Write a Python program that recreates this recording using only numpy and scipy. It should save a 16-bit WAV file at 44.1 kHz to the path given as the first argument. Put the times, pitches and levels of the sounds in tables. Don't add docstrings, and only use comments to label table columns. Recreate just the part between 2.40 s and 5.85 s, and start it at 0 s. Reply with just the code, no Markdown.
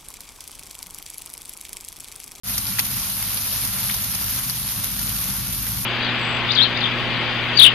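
import sys
import numpy as np
from scipy import signal
from scipy.fft import rfft, irfft, next_fast_len
from scipy.io import wavfile
from scipy.ndimage import uniform_filter1d, map_coordinates

SR = 44100
rng = np.random.default_rng(int(sys.argv[2]) if len(sys.argv) > 2 else 0)


def natural_amplitude(level_db):
    exponent = np.asarray(level_db, float) / 20
    return 10 ** exponent


def master_out(mix):
    frames = np.transpose(np.atleast_2d(mix))
    ceiling = np.clip(frames, -1, 1)
    pcm = np.round(ceiling * 32767).astype(np.int16)
    wavfile.write(sys.argv[1], SR, pcm)


N = 152145

# (time [s], level [dB])
FALL_STRENGTH = [
    (0.1, -18.5),
    (0.26, -20),
    (1.14, -18),
    (1.95, -18.5),
    (2.39, -20),
    (2.74, -18.5),
    (3.45, -21),
]
# (frequency [Hz], level [dB])
ICE_COLOUR = [(300, -29.5), (500, -15), (1100, -8), (1700, -9.5), (4500, -3.5), (7000, -3.5), (9500, 1),
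              (12200, 4.5)]
# (time [s], level [dB])
TOWN_LEVEL = [
    (0.1, -37),
    (0.63, -37),
    (0.67, -39.5),
    (2.24, -36),
    (2.3, -43),
    (2.41, -33),
    (2.44, -38),
    (2.61, -34.5),
    (2.64, -35),
    (3.45, -35.5),
]
# (frequency [Hz], level [dB])
RUMBLE_COLOUR = [(15, -31), (40, -3.5), (70, -4.5), (150, -5), (260, -4.5), (340, -16), (500, -33),
                 (900, -80)]
# (frequency [Hz], width [Hz], boost [dB])
BOOMS = [(101.4, 51, 6), (128.2, 19, 6), (191.7, 26.7, 8), (480, 4.7, 2)]
# (time [s], pitch [Hz], level [dB])
MACHINE_HUM = [
    (0.1, 51.8, -42.5),
    (0.42, 52, -48),
    (0.82, 51.8, -47),
    (0.92, 52.1, -43),
    (1.69, 53.0, -44.5),
    (2.05, 54.16, -47),
    (2.44, 54.7, -48),
    (2.55, 54.35, -38),
    (3.45, 55, -40.5),
]
# (frequency [Hz], width [Hz], level [dB])
WHINES = [(490, 14, -63), (914, 18, -60.5), (1112, 17, -56.5), (1393, 53, -53.5)]
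# (time [s], peak level [dB])
SINGLE_PELLETS = [(0.1351, -13), (0.1574, -15), (0.18, -11), (0.1844, -16), (0.3376, -14), (0.5332, -15),
                  (0.8265, -11), (0.8544, -14), (0.8774, -17), (0.9448, -11), (0.9544, -14), (1.035, -12),
                  (1.2101, -13), (1.2496, -10), (1.2755, -12), (1.4716, -14), (1.5229, -10), (1.7474, -15),
                  (1.9101, -10), (2.2294, -17), (2.3994, -16), (2.4428, -12), (2.5915, -15), (2.6294, -17),
                  (2.811, -15), (2.824, -12), (2.8479, -16), (2.9507, -14), (3.2655, -16)]
# (time [s], bright tick level [dB], knock pitch [Hz], knock level [dB])
SHARD_SPRAYS = [(.139, -28, 3800, -27), (0.177, -16.5, 5830, -19.5), (0.266, -19.5, 4280, -29.5),
                (0.377, -27, 4030, -39), (.385, -24, 1290, -26.5), (.383, -20, 2270, -20),
                (.390, -27, 2600, -17.5), (0.391, -10, 5400, -19), (0.45, -19, 3850, -31.5),
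                (0.696, -20, 4600, -31), (0.823, -30, 2370, -28), (0.971, -20.5, 4380, -26.5),
                (1.248, -19, 5050, -41), (1.492, -23, 1587, -26), (1.495, -24, 2340, -25),
                (1.506, -31, 3320, -25), (1.539, -18, 5140, -25), (1.746, -19, 5050, -25.5),
                (2.095, -19, 4800, -22), (2.438, -18, 3000, -30), (2.59, -20, 5440, -31),
                (3.265, -24, 2280, -31)]
# (frequency [Hz], correlation [-1 to 1])
LEFT_RIGHT_LIKENESS = [(60, 0.79), (150, 0.99), (370, 0.79), (920, 1), (2290, 0.74), (5680, 0.025),
                       (14100, -0.063)]
# (frequency [Hz], left over right [dB])
LEFT_LOUDER = [(60, 2.5), (180, 2.5), (530, 2.5), (1590, -0.5), (4730, 1), (14100, -0.5)]
# (frequency [Hz], phase lead [rad])
LEFT_LEAD = [(60, -0.37), (1500, -0.43), (2500, 0.29)]

PELLETS_PER_S = 1100
NEAR_DB, FAR_DB, PELLET_SIZE_DB, FLURRY_DB = -6, -3.5, 1, 1.5
TICK_S, TICK_SPREAD = 0.0035, 0.51
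PORT_LAG_S = 0.00018
CHIP_HZ, CHIP_DB, REBOUND_DB, CRACK_DB = 11600, 5, -7, -8
SNAP_S, SNAP_SPREAD = 0.002, 0.2
SHARD_SIZE_DB, SPRAY_S = 2, 0.011
KNOCK_S, KNOCK_PITCH_SPREAD = 0.009, 0.17
NOTCH_HZ, NOTCH_WIDTH_HZ, NOTCH_LEFT = 7892, 2600, 0.0082
TOP_HZ, TOP_EDGE_HZ = 13500, 14
GATE_DB, GATE_SWING_DB, GATE_FROM_HZ = -15, 3, 4700
START_S, START_DB, FADE_S = 0.034, -13, 0.055


def unit(x):
    return x / np.sqrt(np.mean(x ** 2) + 1e-20)


def along(points, hz):
    f, value = np.transpose(points)
    return np.interp(np.log(hz + 1), np.log(f + 1), value)


def curves(rows):
    s, *columns = np.transpose(rows)
    return [np.interp(np.arange(N) / SR, s, column) for column in columns]


def wobble(rate):
    return map_coordinates(rng.standard_normal(400), [np.arange(N) * rate / SR])


def filtered(x, response):
    m = next_fast_len(N + 8192)
    return irfft(rfft(x, m) * response(np.fft.rfftfreq(m, 1 / SR)), m)[..., :N]


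def ice_coloured(x):
    return filtered(x, lambda hz: natural_amplitude(along(ICE_COLOUR, hz)))


def resonance(hz, centre_hz, width_hz):
    return 1 / (1 + (2 * (hz - centre_hz) / width_hz) ** 2)


def diffuse(patchy_db):
    z = signal.stft(rng.standard_normal((2, N)), nperseg=256)[2]
    patches = uniform_filter1d(rng.standard_normal(z.shape[1:]), size=9, axis=0)
    patches = uniform_filter1d(patches, size=12, axis=1)
    pair = signal.istft(z * natural_amplitude(patchy_db * unit(patches)), nperseg=256)[1][:, :N]

    def middle_and_side(hz):
        angle = np.arccos(np.clip(along(LEFT_RIGHT_LIKENESS, hz), -1, 1)) / 2
        return np.array([np.cos(angle), np.sin(angle)])

    mid, side = filtered(pair, middle_and_side)
    return np.array([mid + side, mid - side])


def ticks(s, db, t60, spread, hz=None, wide=1):
    k = np.arange(384)
    life = rng.standard_normal(len(s))
    side = wide * rng.uniform(-0.82, 1, len(s))
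    decay = natural_amplitude(-60 * k / SR / (t60 * np.exp(spread * life))[:, None])
    if hz is None:
        wave = rng.standard_normal((len(s), len(k)))
    else:
        cycles = hz[:, None] * k / SR
        wave = np.sin(2 * np.pi * cycles) * (1 - np.exp(-cycles))
    burst = natural_amplitude(db)[:, None] * decay * wave
    ports = []
    for ear in (1, -1):
        start = np.round((s + ear * side * PORT_LAG_S / 2) * SR).astype(int)
        at = np.clip(start[:, None] + k, 0, N)
        ports.append(np.bincount(at.ravel(), burst.ravel(), N + 1)[:N])
    return np.array(ports)


def sleet():
    strength_db, = curves(FALL_STRENGTH)
    count = int(PELLETS_PER_S * N / SR)
    times = rng.uniform(0, N / SR, count)
    near = ticks(times, PELLET_SIZE_DB * rng.exponential(1, count), TICK_S, TICK_SPREAD)
    flurry_db = FLURRY_DB * (0.32 * wobble(6.55) + 0.27 * wobble(12) + 1.1 * wobble(45))
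    crackle = natural_amplitude(NEAR_DB) * unit(near * natural_amplitude(flurry_db))
    hiss = natural_amplitude(FAR_DB + 0.2 * wobble(9.2)) * unit(diffuse(patchy_db=1.37))
    return natural_amplitude(strength_db) * unit(ice_coloured(crackle + hiss))


def town():
    level_db, = curves(TOWN_LEVEL)

    def colour(f):
        booms = 1 + sum(natural_amplitude(db) * resonance(f, hz, width) for hz, width, db in BOOMS)
        return natural_amplitude(along(RUMBLE_COLOUR, f)) * booms

    return natural_amplitude(level_db) * unit(filtered(diffuse(patchy_db=-0.13), colour))


def machine_hum():
    hum_hz, hum_db = curves(MACHINE_HUM)
    turn = 2 * np.pi * np.cumsum(hum_hz + 1.03 * wobble(8)) / SR
    left_right = np.array([[0.3], [-0.3]])
    deep = np.sqrt(2) * natural_amplitude(hum_db + 1.5 * wobble(6)) * np.sin(turn + left_right)
    octave = natural_amplitude(-41.5 + 1.33 * wobble(4.02)) * np.sin(2 * turn + 0.44 * wobble(4.9))
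    return deep + octave


def machine_whines():
    air = diffuse(patchy_db=-1)
    tones = 0
    for hz, width, db in WHINES:
        tones = tones + natural_amplitude(db) * unit(filtered(air, lambda f: resonance(f, hz, width)))
    return tones


def single_pellets():
    s, db = np.transpose(SINGLE_PELLETS)[:, :, None]
    late = rng.uniform(0.001, 0.004, (len(SINGLE_PELLETS), 3))
    late = late * (np.arange(3) > 0)
    times = (s + late).ravel()
    level_db = (db + CHIP_DB + REBOUND_DB * (late > 0)).ravel()
    pitch = CHIP_HZ * np.exp(0.07 * rng.standard_normal(len(times)))
    ring = ticks(times, level_db, SNAP_S, SNAP_SPREAD, pitch, wide=0.3)
    crack = ice_coloured(ticks(times, level_db + CRACK_DB, SNAP_S, SNAP_SPREAD))
    return ring + crack


def shard_sprays(count=24):
    s, bright_db, hz, knock_db = np.transpose(SHARD_SPRAYS)[:, :, None]
    shape = (len(SHARD_SPRAYS), count)
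    late = rng.gamma(2, 0.3, shape)
    times = (s + late * SPRAY_S).ravel()
    size_db = SHARD_SIZE_DB * (rng.standard_normal(shape) - 2 * late)
    pitch = (hz * np.exp(KNOCK_PITCH_SPREAD * rng.standard_normal(shape))).ravel()
    bright = ice_coloured(ticks(times, (bright_db + size_db).ravel(), 0.0058, SNAP_SPREAD))
    knocks = ticks(times, (knock_db + size_db).ravel(), KNOCK_S, SNAP_SPREAD, pitch)
    return bright + knocks


def scene():
    return sleet() + town() + machine_hum() + machine_whines() + single_pellets() + shard_sprays()


def camera_response(f):
    away = NOTCH_HZ ** 2 - f * f
    damping = 1j * f * NOTCH_WIDTH_HZ
    notch = (away + damping * NOTCH_LEFT) / (away + damping)
    shoulder_db = -3.5 * np.clip((f - 12600) / 900, 0, 1)
    edge_db = -18 / (1 + np.exp(np.clip((TOP_HZ - f) / TOP_EDGE_HZ, -50, 50)))
    slope_db = -0.04 * np.maximum(f - TOP_HZ, 0)
    uneven = along(LEFT_LOUDER, f) * np.log(10) / 20 + 1j * along(LEFT_LEAD, f)
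    ports = np.exp(uneven * np.array([[0.5], [-0.5]]))
    return notch * natural_amplitude(shoulder_db + edge_db + slope_db) * ports


def drop_weak_treble(x):
    mid_side = np.array([x[0] + x[1], x[0] - x[1]]) / 2
    hz, t, z = signal.stft(mid_side, SR, "cosine", nperseg=2048)
    power = np.abs(z[:, :-1].reshape(2, -1, 8, len(t))) ** 2
    bands = np.pad(np.repeat(power.mean(2), 8, axis=1), ((0, 0), (0, 1), (0, 0)))
    treble = (hz > GATE_FROM_HZ) & (hz < TOP_HZ)
    swing = uniform_filter1d(rng.standard_normal((2, 1, len(t))), size=2) * np.sqrt(2)
    limit = bands[:, treble].mean(1, keepdims=True) * natural_amplitude(2 * (GATE_DB + GATE_SWING_DB * swing))
    keep = (hz < GATE_FROM_HZ)[:, None] | (bands > limit)
    mid, side = signal.istft(z * np.maximum(keep, 0.06), SR, "cosine", nperseg=2048)[1][:, :N]
    return np.array([mid + side, mid - side])


def band_limit(x):
    return signal.sosfilt(signal.butter(12, 14710, fs=SR, output="sos"), x)


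def record(dry):
    heard = drop_weak_treble(filtered(dry, camera_response))
    t = np.arange(N) / SR - START_S
    fade = (t > 0) * natural_amplitude(START_DB * np.clip(1 - t / FADE_S, 0, 1))
    return band_limit(heard * fade)


dry = scene()
out = record(dry)
master_out(out)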